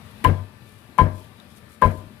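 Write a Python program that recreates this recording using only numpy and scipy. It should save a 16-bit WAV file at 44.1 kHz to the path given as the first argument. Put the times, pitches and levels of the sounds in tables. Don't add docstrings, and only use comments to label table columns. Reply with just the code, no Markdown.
import sys
import numpy as np
from scipy import signal
from scipy.fft import rfft, irfft, next_fast_len
from scipy.io import wavfile
from scipy.ndimage import uniform_filter1d

SR = 44100
rng = np.random.default_rng(int(sys.argv[2]) if len(sys.argv) > 2 else 0)


def ratio(d):
    e = np.asarray(d, float) / 20
    return 10 ** e


def unload_audio(sound):
    columns = np.transpose(np.atleast_2d(sound))
    steps = np.round(np.clip(columns, -1, 1) * 32767)
    wavfile.write(sys.argv[1], SR, steps.astype(np.int16))


N = 97020

# pitch_hz, level_db (per Hz)
HALL_SPECTRUM = [(25, -13), (100, -5.5), (270, -11.5), (700, -14), (3800, -22.5), (6500, -35),
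                 (11000, -29.5), (15400, -38.5)]
# pitch_hz, width_hz, level_db
HALL_HUMPS = [(108, 40, 10), (210.6, 37, 12)]
# time_s, level_db
HALL_ACTIVITY = [(0, 1.5), (.25, 4.5), (.45, -1), (.7, -1.5), (1.0, 1), (1.3, -1), (1.6, -0.5), (1.9, -1),
                 (2.2, 0)]
# pitch_hz, level_db
MOTOR_LINES = [(590, -77), (785, -105), (1174, -76), (1567, -80.5), (1760, -78.5), (2353, -83.5),
               (2552, -81.5)]
# pitch_hz, likeness (-1 to 1)
PORT_LIKENESS = [(60, 1), (180, 1), (550, 0.68), (1650, -0.038), (4970, -0.11), (15000, 0.12)]
# pitch_hz, level_db (per Hz)
WET_SPECTRUM = [(1500, -40), (3500, 5.5), (6500, -0.5), (10000, 5.5), (15000, -4.5)]
# start_s, length_s, level_db
RUSTLES = [
    (0.621, 0.38, -59),
    (1.121, 0.25, -54.5),
    (1.484, 0.11, -57),
    (1.548, 0.083, -53.5),
    (1.682, 0.14, -54.5),
    (1.851, 0.29, -54.5),
    (0.045, .15, -63),
]
# start_s, level_db, pitch_hz
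TICKS = [
    (.111, -50, 11500),
    (.79, -54, 12000),
    (1.400, -38, 3750),
    (1.9, -53, 13000),
]
# mallet_s, blow_db, travel_to_wood_s, landing_db, touch_hiss_db
BLOWS = [
    (0.2467, -3, .0162, -5.5, -27.5),
    (.985, -1, .030, -7, -39),
    (1.8206, -1.5, .031, -11.5, -41.5),
]
# pitch_hz, level_db (per Hz)
KNOCK_SPECTRUM = [(150, -8), (400, -9.5), (1000, -10.5), (2000, -17.5), (4000, -28.5), (7000, -51.5),
                  (10000, -53), (15500, -62)]
# pitch_hz, t60_s
KNOCK_DECAY = [(200, 0.66), (500, 0.32), (1000, 0.29), (2000, 0.29), (4000, 0.2), (8000, 0.6),
               (15000, 0.24)]
# pitch_hz, level_db, t60_s
BLADE_MODES = [(890.7, -16.5, 0.42), (957, -38, 0.15), (1015.9, -1.5, 0.43), (1613, -13.5, 0.093),
               (1798, -28.5, .15), (2266, -31.5, 0.14), (2840, -37, 0.039), (3880, -39.5, 0.11)]
# pitch_hz, level_db (over the touch), t60_s
BONE_SNAP_MODES = [(2910, 9.5, 0.027), (1753, 11, 0.025), (4290, -3, 0.019), (5330, -6.5, 0.0067),
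                   (9300, -9.5, 0.0099), (13500, -10, 0.016)]
# pitch_hz, level_db, t60_s
BLOCK_MODES = [(479, -19.5, 0.28), (531.7, -17, 0.32), (620.6, -21.5, 0.46), (668, -22, 0.28),
               (914, -30.5, 0.54), (1022, -24, 0.48), (1607, -24, 0.28), (1662, -32.5, 0.28),
               (1763, -36, 0.26), (2070, -33, 0.2), (2231, -28, 0.21), (3127, -35, 0.2), (4025, -43, 0.23)]
# pitch_hz, level_db, t60_s
TABLE_MODES = [(63.7, -4.5, 0.16), (78.8, -14.5, 0.26), (94.93, -1, 0.36), (100.9, -20.5, 0.86),
               (144.3, -5, 0.28), (166.2, -5.5, 0.19), (223.1, -8.5, 0.268), (259.6, -14, 0.15),
               (314, -15.5, 0.21), (399, -15.5, 0.19)]
# pitch_hz, level_db
LEFT_OVER_RIGHT = [(60, 13.5), (130, 13), (290, 9), (640, 14.5), (1410, 10.5), (3100, 11), (6820, 11),
                   (15000, 4)]

BOOM_RISE_S, PUSH_S = 0.0053, 0.00462
KNOCK_DB = -19


def read(points, hz):
    f, value = np.transpose(points)
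    return np.interp(np.log(hz + 1), np.log(f + 1), value)


def evened(x):
    return x / np.sqrt(np.mean(x ** 2) + 1e-20)


def add(mix, s, sound):
    part = mix[:, round(s * SR):][:, :sound.shape[1]]
    part += sound[:, :part.shape[1]]


def noise(length, size, field_db):
    hop = size // 4
    hz = np.fft.rfftfreq(size, 1 / SR)[:, None]
    t = np.arange(length // hop + 5) * hop / SR
    a, b, c, d = rng.standard_normal((len(t), len(hz), 4)).T
    left, other = a + 1j * b, c + 1j * d
    same = np.clip(read(PORT_LIKENESS, hz), -1, 1)
    ports = np.array([left, same * left + np.sqrt(1 - same ** 2) * other])
    sound = signal.istft(ports * ratio(field_db(hz, t)), nperseg=size, noverlap=size - hop)[1]
    return sound[:, :length]


def wobble(length, width):
    rough = rng.standard_normal((2, length))
    return evened(uniform_filter1d(uniform_filter1d(rough, width), width))


def patches(hz, t, bins, frames):
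    rough = rng.standard_normal((len(t), len(hz))).T
    return evened(uniform_filter1d(uniform_filter1d(rough, bins, 0), frames, 1))


def ring(modes, t, fuzz, spread):
    out = np.zeros((2, len(t)))
    for hz, db, t60 in modes:
        port_shift = spread * rng.standard_normal() * np.array([[0], [1]])
        phase = 2 * np.pi * rng.random() + port_shift
        flutter = 1 + fuzz * wobble(len(t), 160)
        out += ratio(db - 60 * t / t60) * flutter * np.sin(2 * np.pi * hz * t + phase)
    return out


def hall():
    def field(hz, t):
        humps = sum(db * np.exp(-((hz - f) / w) ** 2) for f, w, db in HALL_HUMPS)
        swell_db = -0.5 * wobble(len(t), 12)[0]
        activity_db = np.interp(t - 1024 / SR, *np.transpose(HALL_ACTIVITY))
        return read(HALL_SPECTRUM, hz) + humps + 2.0 * patches(hz, t, 8, 8) + swell_db + activity_db

    t = np.arange(N) / SR
    wash = ratio(-44) * evened(noise(N, 2048, field))
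    for hz, db in MOTOR_LINES:
        level = ratio(db + 16 + 2.1 * wobble(N, 3000))
        wash += level * np.sin(2 * np.pi * (hz * t + rng.random((2, 1))))
    return wash


def wet_hiss(length, tilt_db=0):
    def field(hz, t):
        return read(WET_SPECTRUM, hz) + tilt_db * np.log2(hz / 8000 + .01) + 0 * t
    return evened(noise(length, 256, field))


def rustles(mix):
    for s, length, db in RUSTLES:
        t = np.arange(0, length, 1 / SR)
        hiss = wet_hiss(len(t))
        swell = np.sin(np.pi * np.sqrt(t / length)) ** 2
        add(mix, s, ratio(db + 2.3 * wobble(len(t), 200)[0]) * swell * hiss)


def ticks(mix):
    t = np.arange(600) / SR
    for s, db, hz in TICKS:
        spit_db = -47 + (db + 38) / 2
        add(mix, s, ratio(spit_db - 60 * t / .014) * wet_hiss(len(t)))
        cluster = [(hz, db, .03), (hz * 1.06, db - 3, .02), (hz * .92, db - 3, .02)]
        add(mix, s, ring(cluster, t, .3, 2.0) * np.minimum(t / .001, 1))


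def knock(t):
    def field(hz, s):
        decay_db = 60 * s / read(KNOCK_DECAY, hz)
        return read(KNOCK_SPECTRUM, hz) - decay_db + 3 * patches(hz, s, 3, 6)

    tail = noise(len(t), 256, field)
    start_rms = np.sqrt(np.mean(tail[:, :800] ** 2))
    return np.minimum(t / 0.00088, 1) * tail / start_rms


def first_touch(t, travel_s, touch_db):
    slice_db, slice_t60_s, slice_hold_s = -47.5, 0.18, 0.017
    hiss = wet_hiss(len(t), tilt_db=3.5)
    contact = ratio(touch_db - 60 * t / 0.044)
    after_s = np.maximum(t - travel_s - slice_hold_s, 0)
    slicing = ratio(slice_db - 60 * after_s / slice_t60_s)
    light_knock = ratio(touch_db + 9.5 - 60 * t / .07) * knock(t)
    return (contact + slicing) * hiss * np.minimum(t / 0.0019, 1) + light_knock


def blade(t, travel_s, blow_db, touch_db):
    damp_db, damp_s, rise_s = -23, .02, .0022
    landed = 1 - np.exp(-np.maximum(t - travel_s, 0) / damp_s)
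    envelope = ratio(damp_db * landed) * np.minimum(t / rise_s, 1)
    steel = ratio(blow_db) * envelope * ring(BLADE_MODES, t, .2, 0.53)
    return steel + ratio(touch_db) * ring(BONE_SNAP_MODES, t, 0.59, 2.12)


def block(t, blow_db):
    wood = (1 - np.exp(-t / 0.0025)) * ring(BLOCK_MODES, t, .45, 2.65)
    return ratio(blow_db) * (ratio(KNOCK_DB) * knock(t) + wood)


def early_boom(t, land_db):
    early_db = -8.5
    return ratio(land_db + early_db) * (1 - np.exp(-t / BOOM_RISE_S)) * ring(TABLE_MODES, t, 0.033, 0.033)


def boom(t):
    both = 0
    for hz, db, t60 in TABLE_MODES:
        both = both + ratio(db - 60 * t / t60) * np.sin(2 * np.pi * hz * (t - PUSH_S / 2))
    flutter = 1 + 0.23 * wobble(len(t), 900)[[0, 0]]
    return (1 - np.exp(-t / BOOM_RISE_S)) * flutter * both


def landing(t, blow_db, land_db):
    push = ratio(blow_db - 3) * np.sin(np.pi * np.minimum(t / PUSH_S, 1))
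    soft = 1 - np.exp(-t / .004)
    return push + ratio(land_db) * (boom(t) + ratio(KNOCK_DB - 11.5) * soft * knock(t))


def rebound(t, land_db):
    back = np.sin(np.pi * np.minimum(t / 0.0051, 1)) ** 2
    return -ratio(land_db - 4.5) * (back + 0.3 * boom(t))


def chop(mix, s, blow_db, travel_s, land_db, touch_db):
    touch_lead_s, rebound_s = 0.0053, 0.028
    t = np.arange(SR // 2) / SR
    add(mix, s - touch_lead_s, first_touch(t, travel_s, touch_db))
    add(mix, s, blade(t, travel_s, blow_db, touch_db))
    add(mix, s, block(t, blow_db))
    add(mix, s, early_boom(t, land_db))
    add(mix, s + travel_s, landing(t, blow_db, land_db))
    add(mix, s + travel_s + rebound_s, rebound(t, land_db))


def scene():
    mix = hall()
    rustles(mix)
    ticks(mix)
    for blow in BLOWS:
        chop(mix, *blow)
    return mix


def top_cut(x):
    return signal.sosfilt(signal.butter(12, 16500, fs=SR, output="sos"), x)


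def record(dry):
    low_edge_hz, high_edge_hz = 42, 15250
    limit_db, recover_db_per_s, squeeze = -6, 68, .7
    size = next_fast_len(N + 4096)
    hz = np.fft.rfftfreq(size, 1 / SR)
    dry = signal.sosfilt(signal.butter(2, low_edge_hz, 'highpass', fs=SR, output='sos'), dry)
    treble_edge = np.clip((high_edge_hz + 500 - hz) / 1000, 0, 1)
    left, right = irfft(rfft(dry, size) * treble_edge, size)[:, :N]
    right = irfft(rfft(right, size) * ratio(-read(LEFT_OVER_RIGHT, hz)), size)[:N]
    power_db = 10 * np.log10(abs(uniform_filter1d(left ** 2, size=100)) + 1e-12)
    fall = np.arange(N) * recover_db_per_s / SR
    peak_db = np.maximum.accumulate(power_db + fall) - fall
    over_db = np.maximum(peak_db - limit_db, 0)
    held = np.array([left, right]) / ratio(squeeze * uniform_filter1d(over_db, size=200))
    return top_cut(np.clip(held, -1, 1))


dry = scene()
out = record(dry)
unload_audio(out)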